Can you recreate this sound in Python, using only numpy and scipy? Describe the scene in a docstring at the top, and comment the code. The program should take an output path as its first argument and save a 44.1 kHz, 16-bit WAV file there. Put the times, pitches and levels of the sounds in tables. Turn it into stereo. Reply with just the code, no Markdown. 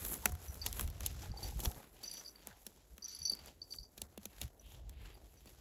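"""Twigs snap, dry litter and cloth rustle, a small metal tag tinkles, something taut creaks, and lows rumble.
The place is a mossy forest floor; someone crouches beside a hand-held stereo recorder with two microphone ports.
Shaped noise makes rustle, brushes, rumble and cracks; decaying sines make tag and creaks; thuds fall in pitch.
The ports hear each sound with a lag that changes with pitch."""
import sys
import numpy as np
from scipy import signal
from scipy.fft import rfft, irfft
from scipy.io import wavfile
from scipy.ndimage import uniform_filter1d

SR = 44100
rng = np.random.default_rng(int(sys.argv[2]) if len(sys.argv) > 2 else 0)


def store_wav(level_fs):
    """Save 16-bit WAV to argv[1]."""
    pcm = np.round(np.clip(np.atleast_2d(level_fs), -1, 1) * 32767)
    wavfile.write(sys.argv[1], SR, pcm.T.astype(np.int16))


N = 247296
TIME = np.arange(N) / SR
FREQ = np.fft.rfftfreq(N, 1 / SR)

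# Breeze under the jolts, before gusts: (time [s], level [dB])
BREEZE = [(0, -56.5), (1.2, -50), (1.7, -67), (1.85, -68), (3.1, -67), (4.2, -69.5), (4.9, -56.5),
          (5.61, -69)]
BREEZE_GUST_DB = 3.5  # spread of the random gusts
# Jolts of the hand on the recorder: (time of height [s], level [dB], length [s])
JOLTS = [(0.33, -38.5, 0.041), (0.5, -42.5, 0.014), (0.66, -53, 0.055), (0.86, -38, 0.08),
         (1.1, -43.5, 0.16), (1.31, -35, 0.025), (1.45, -41, 0.04), (1.57, -38, 0.11), (1.68, -29.5, 0.015),
         (1.78, -40, 0.012), (2.51, -56.5, 0.074), (2.94, -50.5, 0.02), (3.23, -54.5, 0.037),
         (3.65, -61, 0.029), (3.81, -49.5, 0.034), (4.04, -53.5, 0.042), (4.29, -59, 0.061),
         (4.45, -38.5, 0.027), (4.68, -50, 0.028), (4.75, -48, 0.016), (4.84, -49, 0.058),
         (5.03, -50.5, 0.061), (5.24, -60, 0.038)]
JOLT_RISE_DB, JOLT_FALL_DB = 9.5, 13  # change within one length before and after the height

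# Quiet litter between stirs: (time [s], crisp top [dB], scrape [dB], dull body [dB])
LITTER = [(0, -68, -64, -67.5), (1.3, -72, -76.5, -64.5), (1.8, -70.5, -70, -67),
          (2.798, -76.5, -75.5, -72.5), (3.899, -78, -91.5, -71.5), (4.399, -72.5, -69, -73.5),
          (4.569, -83.5, -90, -71), (5, -73.5, -86.5, -67.5), (5.61, -76, -68.5, -71)]
# Stirs of foot and cloth: (time of height [s], crisp top [dB], length [s], scrape relative to top [dB])
STIRS = [(0.0, -56.5, 0.11, 0.5), (0.124, -49, 0.096, -11.5), (0.247, -53.5, 0.082, -8.5),
         (0.48, -56.5, .1, -1.5), (0.667, -53, .1, -3.5), (0.804, -52.5, .1, -4.5),
         (1.058, -56.5, 0.13, 0.5), (1.226, -55.5, 0.083, -3.5), (1.466, -52, .1, 0.5),
         (1.653, -45.5, 0.057, -9.5), (1.777, -56.5, .07, -5), (2.147, -58, .18, -5.5),
         (2.485, -67, 0.15, 0.5), (3.127, -64.5, .25, -3.5), (3.318, -59.5, .06, -9.5),
         (3.467, -60.5, 0.1, -1.5), (3.754, -65, 0.12, -7), (3.994, -62.5, 0.082, -5.5),
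         (4.262, -65, .16, -9), (4.432, -58, 0.036, -3.5), (4.723, -64, .11, -4), (5.061, -71, 0.17, 8.5)]
STIR_RISE_DB, STIR_FALL_DB = 12.5, 12.5  # change within one length before and after the height
STIR_BODY_DB = -5  # body relative to top
# Rustle colour before its bands are levelled: (frequency [Hz], relative density [dB])
RUSTLE_COLOUR = [(120, 7), (300, 10.5), (700, 8), (1200, 0.5), (3200, 0.5), (5500, 2), (9000, 5.5),
                 (12500, 3), (15500, 5), (16200, -42)]
# Bands of top, scrape and body, in that order: (low edge [Hz], high edge [Hz])
RUSTLE_BANDS = [(6400, 10500), (1800, 4200), (250, 650)]
# Leaves brushed aside: (time of height [s], level [dB], length [s], nominal centre [Hz])
BRUSHES = [(0.24, -53, 0.017, 964), (1.23, -57, 0.026, 1620), (2.172, -50, .005, 3320),
           (2.514, -54, 0.0099, 1740), (2.517, -63, 0.041, 895), (3.096, -54, 0.044, 5340),
           (4.658, -64, 0.04, 3100), (4.725, -60, 0.036, 3250)]

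# Slips of a taut fibre: (time [s], level [dB])
CREAK_SLIPS = [(1.235, -47.5), (1.263, -53), (1.34, -48.5), (1.364, -49), (1.392, -48.5), (1.424, -48),
               (1.447, -49), (1.467, -52), (1.492, -51), (1.524, -50), (1.591, -51), (1.631, -47.5),
               (1.656, -45), (1.707, -49), (1.738, -56), (1.803, -52), (2.005, -58.5), (2.036, -57)]

# Touches of the tag: (time [s], level of each of five low rings [dB] in five columns,
# base level of the high rings [dB], time until cloth damps them [ms])
TAG_TOUCHES = [(0.482, -72, -67, -57, -67, -47.5, -65, 9.2), (0.6158, -39.5, -43, -41, -57, -54, -58, 14),
               (1.316, -50, -53, -65, -63, -61, -73, 3), (1.3717, -46, -61, -63, -70, -65, -66, 12),
               (1.4293, -40.5, -55, -61, -50, -52, -50, 14), (1.46, -57, -60, -66, -54, -58, -68, 18),
               (2.0362, -41.5, -54, -52, -53, -52, -57, 18), (2.054, -58, -59, -47, -57, -50, -55, 28),
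               (2.076, -51, -39, -42, -50, -40.5, -63, 12), (2.1125, -42, -47, -38, -48, -48, -47.5, 7.9),
               (2.128, -45.5, -47, -54, -48, -57, -55, 11), (2.143, -49, -56, -56, -54, -49, -54, 37),
               (2.1695, -54, -50, -60, -47, -49.5, -56, 26), (2.2474, -60, -63, -46, -67, -70, -63, 23),
               (2.277, -51, -48, -49, -56, -56, -61, 16), (2.357, -46.5, -49, -66, -75, -75, -71, 5.3),
               (3.0224, -51, -45, -59, -62, -54, -73, 15), (3.043, -61, -57, -52, -43, -42, -58, 13),
               (3.0808, -46, -53, -55, -45, -45, -54, 22), (3.106, -58, -59, -59, -51, -60, -58, 15),
               (3.1217, -48.5, -59, -55, -58, -56, -58.5, 37), (3.147, -60, -63, -50, -60, -56, -56, 42),
               (3.188, -47, -69, -56, -64, -55, -61, 19), (3.217, -38, -46, -56, -53, -55, -58, 5.2),
               (3.228, -61, -57, -61, -53, -48, -60, 25), (3.2518, -30.5, -46, -53, -30, -49, -50, 18),
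               (3.279, -32, -40, -46, -56, -59, -59, 8.6), (3.296, -30, -51, -57, -57, -56, -47.5, 11.6),
               (3.322, -35, -55, -60, -67, -63, -51, 8.5), (3.369, -46.5, -50, -60, -74, -79, -73, 5.3),
               (3.39, -48, -49, -62, -73, -74, -73, 5.6), (3.469, -56, -57, -72, -75, -64, -66, 13),
               (3.6165, -40.5, -45, -52, -73, -77, -84, 10.3), (3.707, -49, -61, -53, -59, -69, -72, 15),
               (3.7223, -39, -58, -55, -64, -52.5, -62.5, 9.8),
               (3.785, -37.5, -49, -62, -71, -67, -74, 6.1),
               (3.831, -53, -58, -49.5, -58, -59.5, -64.5, 13.5),
               (4.595, -74, -75, -72, -75, -55.5, -82, 6.6), (5.141, -65, -60, -70, -84, -87, -64, 17),
               (5.372, -71, -70, -82, -78, -65, -83, 12), (5.469, -59, -71, -76, -86, -84, -79, 7.6)]
# Free rings of the tag: (frequency [Hz], 60 dB decay [s])
TAG_RINGS = [(4592, 0.39), (4728, 0.21), (4895, 0.15), (5832, 0.049), (5946, 0.14), (11010, 0.082),
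             (12700, 0.25), (13900, 0.12)]
TICK_DB, TICK_S = -7, 0.0025  # contact noise relative to the loudest ring, before its band; its decay
CHATTER_DB = -3  # gain of the faint touches
CHATTER_LIFT_DB = 11  # lift of chatter rings above 5400 Hz

# Twigs: (time [s], nominal crack [dB], wood relative to crack before a common lift [dB], wood pitch [Hz],
# nominal thud relative to crack [dB], length [ms])
TWIGS = [(0.0495, -25.5, -23, 2900, -24, 2.9), (0.118, -42, -22, 3000, -35, 1),
         (0.1404, -24, -39, 3260, -50, 1.2), (0.159, -37, -19, 3750, -18, 1.1),
         (0.2563, -12.5, -15.5, 1980, -26.5, 3.1), (0.2937, -40.5, -17, 2500, -14, 1.5),
         (0.3196, -36.5, -16, 1190, -23, 5.6), (0.3515, -40.5, -13, 1650, -29, 2.3),
         (0.543, -37, -21, 4000, -35, 2.2), (0.641, -43, -7, 3000, -30, 1),
         (0.6621, -21.5, -11, 4050, -40, 5.3), (0.7278, -25, -18, 3650, -51, 1.1),
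         (0.7947, -23, -13, 1790, -29, 1.9), (0.8097, -23.5, -19, 2040, -23.5, 1.7),
         (0.8759, -38, -12, 2440, -28, 2), (0.901, -38.5, -21, 3500, -33, 1.5),
         (1.006, -31.5, -12, 2270, -23, 3), (1.0616, -19, -18, 3870, -49, 3.4),
         (1.0687, -30.5, -25, 3490, -43, 2.8), (1.5937, -31, -16, 1490, -19, 0.37),
         (1.6019, -29, -16.5, 3700, -23, 6.7), (1.6476, -35.5, -7, 3300, -11.5, 2.9),
         (1.6557, -25.5, -5, 3800, -21, 1.6), (1.714, -37, -13.5, 4050, -20, 1.8),
         (2.0319, -38, -13, 3880, -24.5, 5.6), (2.1383, -31.5, -35, 3560, -39, 1.1),
         (2.4716, -27.5, -18.5, 1470, -26, 0.59), (2.6653, -32.5, -14, 3960, -22.5, 4),
         (2.98, -39, -9.5, 1830, -19.5, 1.6), (3.3178, -31, -42, 4120, -19.5, 1.5),
         (3.3507, -39.5, -20, 4060, -25, 1.7), (3.46, -39.5, -15, 1720, -24, 1.2),
         (3.7371, -45, -2.5, 3500, -20, 1.1), (3.9773, -39, -9, 3540, -17, 7.3),
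         (4.0174, -25, -13, 4100, -26, 2.7), (4.1754, -38, -13, 2880, -7.5, 4.3),
         (4.231, -50, -7, 3300, -30, 2.5), (4.2547, -27.5, -16, 2600, -21.5, 3),
         (4.3819, -52.5, -3.5, 3000, -27, 1.5), (4.4143, -26.5, -12, 3870, -23.5, 3.8),
         (4.4245, -47, -4.5, 3200, -20, 1.2), (4.4317, -44, -2.5, 3760, -17, 1),
         (4.479, -49.5, -8, 2700, -30, 1.5), (4.8941, -41, -13, 3000, -25, 1.5),
         (5.457, -48, -16, 1910, -10, 1.8)]
# Low rings of the limb under each break: (frequency [Hz], gain [dB], 60 dB decay [s])
LIMB_RINGS = [(726, -2.5, 0.38), (866, 17.5, 0.021), (410, 6.5, 0.069)]
WOOD_LIFT_DB = 8.5  # common lift of the wood
SMALL_SNAPS = 150  # faint twigs left to chance
SMALL_OVER_DB, SMALL_WOOD_DB = 3.5, 0.5  # base crack over the rustle, base wood relative to crack
SMALL_THUD_DB, SMALL_MS = -27, 0.95  # thud relative to crack; length
# The twig between these times [s] breaks right in front: its wood reaches the right port samples later.
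HEAD_ON_FROM_S, HEAD_ON_TO_S, HEAD_ON_LAG_SAMPLES = .25, .26, 9

# Phase by which the left port leads the right: (frequency [Hz], lead [rad])
PORT_LEAD = [(0, 0), (1000, -.5), (4900, -8.8), (5900, -6.3), (17000, 5.6)]
# Likeness of the noise in the left and right channels: (frequency [Hz], likeness [0-1])
CHANNEL_LIKENESS = [(40, 0.58), (300, 0.56), (700, 0), (2000, 0.11), (6500, 0), (8500, 1), (15000, 1)]
PORT_BALANCE_DB = -1.5  # left relative to right
TOP_HZ = 16900  # upper limit of the recorder


def undb(db):
    """Turn decibels into an amplitude factor."""
    return 10 ** (np.asarray(db) / 20)


def unit(x):
    """Scale to an rms of 1."""
    return x / np.sqrt(np.mean(x ** 2))


def curves(table):
    """Draw each column of a table as a curve over time."""
    s, *columns = np.transpose(table)
    return [np.interp(TIME, s, column) for column in columns]


def over_freq(table):
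    """Draw a table over log frequency."""
    hz, value = np.transpose(table)
    return np.interp(np.log(FREQ + 1), np.log(hz + 1), value)


def band(x, lo_hz, hi_hz):
    """Keep one band of the sound."""
    edges = [lo_hz, min(hi_hz, .45 * SR)]
    return signal.sosfilt(signal.butter(2, edges, "bandpass", fs=SR, output="sos"), x)


def ring(x, hz, t60):
    """One decaying mode; a unit impulse rings with an envelope starting near 1."""
    r, w = np.exp(-np.log(1000) / (t60 * SR)), 2 * np.pi * hz / SR
    return signal.lfilter([0, np.sin(w)], [1, -2 * r * np.cos(w), r * r], x)


def decay_sum(x, decay_s):
    """Each impulse leaves an exponential tail."""
    return signal.lfilter([1], [1, -np.exp(-1 / (decay_s * SR))], x)


def walk(rate):
    """Random levels held 1 / rate s and slewed; spread near 1."""
    k = int(SR / rate)
    held = np.repeat(rng.standard_normal(N // k + 1), k)
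    return 1.116 * uniform_filter1d(uniform_filter1d(held, k), k)[:N]


def crackle(rate, depth, settle_s=0.0071):
    """Gain that jumps at random cracks of scattered size and settles within milliseconds; rms 1."""
    sizes = undb(2.84 * np.minimum(rng.exponential(size=N), 3.5))
    cracks = (rng.random(N) < rate / SR) * sizes
    return unit(1 + depth * decay_sum(cracks, max(settle_s, .0003)))


def swells(rows, rise_db, fall_db):
    """Power of humps (s, dB, length s) that climb to their height and sink again, straight in dB."""
    humps = []
    for s, db, length in rows:
        drop_db = np.where(TIME < s, rise_db * (s - TIME), fall_db * (TIME - s)) / max(length, .003)
        humps.append(undb(db - drop_db) ** 2)
    return humps


def add(track, s, piece):
    """Lay a piece into a track at a time in seconds."""
    i = int(s * SR)
    n = min(piece.shape[-1], N - i)
    track[..., i:i + n] += piece[..., :n]


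def pair(x, other):
    """Two channels of noise with the listed likeness: each mixes a common and an opposite part."""
    like = np.clip(over_freq(CHANNEL_LIKENESS), 0, 1)
    common = rfft(x) * np.sqrt((1 + like) / 2)
    opposite = rfft(other) * np.sqrt((1 - like) / 2)
    return irfft(np.array([common + opposite, common - opposite]), N)


def rumble():
    """Breeze and handling: a low wobble of wandering pitch plus low noise, partly different in the channels."""
    swing = np.exp(2j * np.pi * np.cumsum(59 + 9 * walk(6)) / SR)
    slow = signal.butter(1, 20., fs=SR, output="sos")
    noise = rng.standard_normal((2, N)) + 1j * rng.standard_normal((2, N))
    drift = signal.sosfilt(slow, signal.sosfilt(slow, noise))
    # the fractional power evens out the drifting amplitude a little
    wobble = np.real(swing * drift / np.abs(drift) ** 0.22)
    upper = undb(-12.0) * unit(band(np.imag(noise), 92, 157))
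    lower = undb(-7.0) * unit(band(np.real(noise), 35.3, 46.7))
    channels = unit(pair(*band(unit(wobble) + upper + lower, 46, 450)))
    breeze = undb(curves(BREEZE)[0] + BREEZE_GUST_DB * walk(5.9))
    jolt_power = sum(swells(JOLTS, JOLT_RISE_DB, JOLT_FALL_DB))
    return channels * np.sqrt(breeze ** 2 + jolt_power)


def rustle_levels():
    """Levels in dB of top, scrape and body: the quiet litter plus every stir."""
    stirs = np.array(swells([row[:3] for row in STIRS], STIR_RISE_DB, STIR_FALL_DB))
    top = stirs.sum(axis=0)
    scrape = undb(np.array(STIRS)[:, 3]) ** 2 @ stirs
    body = undb(STIR_BODY_DB) ** 2 * top
    return [10 * np.log10(undb(db) ** 2 + power) for db, power in zip(curves(LITTER), (top, scrape, body))]


def rustle():
    """Tiny leaf cracks of scattered size over a cloth hiss, swelling with each movement."""
    colour = undb(over_freq(RUSTLE_COLOUR)) * (FREQ > 100)
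    grain = crackle(120, 0.7, 0.0016)
    sources = [irfft(rfft(rng.standard_normal(N) * grain) * colour, N) for _ in range(2)]
    spectrum = rfft(pair(*sources))
    gains_db = []
    for level_db, (lo, hi) in zip(rustle_levels(), RUSTLE_BANDS):
        inside = spectrum[0, (FREQ > lo) & (FREQ < hi)]
        gains_db.append(level_db - 10 * np.log10(2 * np.sum(np.abs(inside) ** 2) / N ** 2))
    top, scrape, body = gains_db
    slice_gains = (body, body, body, (body + scrape) / 2, scrape, (scrape + top) / 2, top)
    out = 0
    # octave slices that sum flat, each flickering and crackling alone, the dull ones less
    for lo, gain_db in zip(120 * 2 ** np.arange(7.), slice_gains):
        crisp = min(lo / 1500, 1) ** 0.41
        octaves_off = np.abs(np.log2(np.clip(FREQ, 170, 10800) / (lo * np.sqrt(2))))
        share = np.clip(1 - octaves_off, 0, 1)
        flicker_db = crisp * (2.36 * walk(20) + 2.72 * walk(7))
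        gain = undb(gain_db + flicker_db) * crackle(60, 0.55 * crisp, 0.0022)
        out = out + irfft(spectrum * share, N) * gain
    return out * undb(2.06 * walk(30))


def brushes():
    """Leaves brushed aside: grainy noise swishes, each in a narrow band."""
    out = 0
    for power, (*_, hz) in zip(swells([row[:3] for row in BRUSHES], 12.5, 6.5), BRUSHES):
        grit = rng.standard_normal((2, N)) * crackle(304, 0.66)
        out = out + np.sqrt(power) * unit(band(grit + grit[0], hz / 1.26, hz * 1.104))
    return out


def creaks():
    """Each slip of the fibre swells and dies in a short hollow ring, with a duller one under it."""
    out, t = np.zeros(N), np.arange(1500) / SR
    detunes = 1 + .02 * rng.standard_normal(len(CREAK_SLIPS))
    for (s, db), detune in zip(CREAK_SLIPS, detunes):
        hollow = np.sin(2 * np.pi * 815 * detune * t)
        dull = undb(-6.5) * np.sin(2 * np.pi * 480 * detune * t)
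        swell = np.e * t / 0.0028 * np.exp(-t / 0.0025)
        add(out, s - .002, undb(db) * swell * (hollow + dull))
    return out * undb(np.array([[-2.5], [2.5]]))


def chatter(touched):
    """Many faint random touches while the tag rings, too soft for the high rings."""
    touches = (rng.random((5, N)) < 130 / SR) * rng.standard_normal((5, N))
    soft = 0
    for (hz, t60), touch in zip(TAG_RINGS, touches):
        swing = decay_sum(np.abs(band(touched, hz - 400, hz + 400)), 0.014) / (0.01 * SR)
        soft = soft + ring(swing * touch, hz, 0.17 * t60) * undb(CHATTER_LIFT_DB * (hz > 5400))
    return undb(CHATTER_DB) * band(band(soft, 4300, 6300), 4300, 6300)


def tinkles():
    """Each touch strikes the tag's modes in its own mix and chokes the ring before it; cloth then damps it."""
    out, t = np.zeros(N), np.arange(6000) / SR
    chance = rng.standard_normal((len(TAG_TOUCHES), 3, len(TAG_RINGS)))
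    hz, t60 = np.transpose(TAG_RINGS)
    ticks = rng.standard_normal((len(TAG_TOUCHES), len(t))) * np.exp(-t / TICK_S)
    for (s, *low_db, high_db, ms), (mix, detune, turn), tick in zip(TAG_TOUCHES, chance, ticks):
        highs_db = high_db + np.array([0, -5, -9]) + 4.5 * mix[5:]
        gains = undb(np.r_[low_db, highs_db])
        mode_hz = hz * (1 + 0.0032 * detune)
        modes = np.sin(2 * np.pi * mode_hz[:, None] * t + 3 * turn[:, None]) * 1000. ** (-t / t60[:, None])
        damping = 0.11 + 1.027 / (1 + (1000 * t / max(ms, 2)) ** 6)
        out[int(s * SR):] *= .6  # choke what still rings
        add(out, s, gains @ modes * np.minimum(t / .0015, 1) * damping)
        loudest_hz = hz[gains.argmax()]
        add(out, s, undb(TICK_DB) * gains.max() * band(tick, loudest_hz / 1.1, loudest_hz * 1.13))
    out = out + chatter(out)
    # the tag rubs on cloth, so its ring flutters
    return out * undb(2.9 * walk(220) + np.array([[-1.5], [1.5]]))


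def small_snaps():
    """Faint twigs that give at random, more often and louder while the litter is stirred; bright to woody."""
    level_db = rustle_levels()[0]
    odds = np.cumsum(undb(level_db / 2))
    when, size, pitch, dull = rng.random((SMALL_SNAPS, 4)).T
    at = np.searchsorted(odds, when * odds[-1])
    twigs = []
    for i, a, b, d in zip(at, size, pitch, dull):
        crack_db = level_db[i] + SMALL_OVER_DB + 9 * (a * a - .3) - 6 * d
        wood_db = SMALL_WOOD_DB + 12 * (d - .5)
        twigs.append((i / SR * .999, crack_db, wood_db, 1200 * 3.8 ** b, SMALL_THUD_DB, SMALL_MS))
    return twigs


def snaps():
    """Fibres break in noise bursts: bright crack, wood just after, then a thud that sinks into the moss."""
    out, blows, t = np.zeros((2, N)), np.zeros(N), np.arange(3000) / SR
    twigs = [*TWIGS, *small_snaps()]
    noise = rng.standard_normal((len(twigs), 3, len(t)))
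    opposite = np.array([[1], [-1]])
    sinking_hz = 200 + 650 * np.exp(-t / 0.0019)
    thud_fade = .6 * np.exp(-t / 0.003) + 0.5 * np.exp(-(t / 0.024) ** 2)
    thud = np.sin(2 * np.pi * np.cumsum(sinking_hz) / SR) * thud_fade
    rise = np.minimum(t / 0.00087, 1) ** 3  # a few fibres give first
    splinters = .18 * np.exp(-t / .008)  # settling tail
    for (s, db, wood_db, wood_hz, thud_db, ms), (a, b, c) in zip(twigs, noise):
        length_s = max(ms, .3) / 1000
        shape = rise * (np.exp(-(np.maximum(t - .0012, 0) / length_s) ** 2) + splinters)
        brittle = shape ** 1.4  # the treble is briefer than the wood
        crack = band((a + 0.34 * c * opposite) * brittle, 6260, 14500)
        # the wood differs partly between the ports
        wood = band((b + .5 * c * opposite) * shape, wood_hz / 1.88, wood_hz * 1.44)
        add(out, max(s - .0006, 0), undb(db + np.array([[2.3], [.7]])) * crack / np.abs(crack).max())
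        if HEAD_ON_FROM_S < s < HEAD_ON_TO_S:
            wood = np.array([wood[0], np.roll(wood[0], HEAD_ON_LAG_SAMPLES)])
        add(out, s, undb(db + wood_db + WOOD_LIFT_DB) * wood / np.abs(wood).max())
        add(out, s + 0.0011, undb(db + thud_db + np.array([[2.0], [5.0]])) * thud)
        add(blows, s + 0.0015, undb(2.1 * (db + wood_db)) * np.ones(4))
    limb = sum(undb(db) * ring(blows, hz, t60) for hz, db, t60 in LIMB_RINGS)
    return out + limb * undb(np.array([[-2.0], [2.0]]))


def scene():
    """Sum the layers from the background to the snapping twigs."""
    return rumble() + rustle() + brushes() + creaks() + tinkles() + snaps()


def record(dry):
    """The ports shift left against right in phase and level; the recorder cuts the top."""
    lead = np.interp(FREQ, *np.transpose(PORT_LEAD))
    half = np.exp(.5j * lead) * undb(PORT_BALANCE_DB / 2)  # each port takes half the shift
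    ports = irfft(rfft(dry) * np.array([half, 1 / half]), N)
    return signal.sosfilt(signal.ellip(10, .2, 80, TOP_HZ, fs=SR, output="sos"), ports)


dry = scene()
out = record(dry)
store_wav(out)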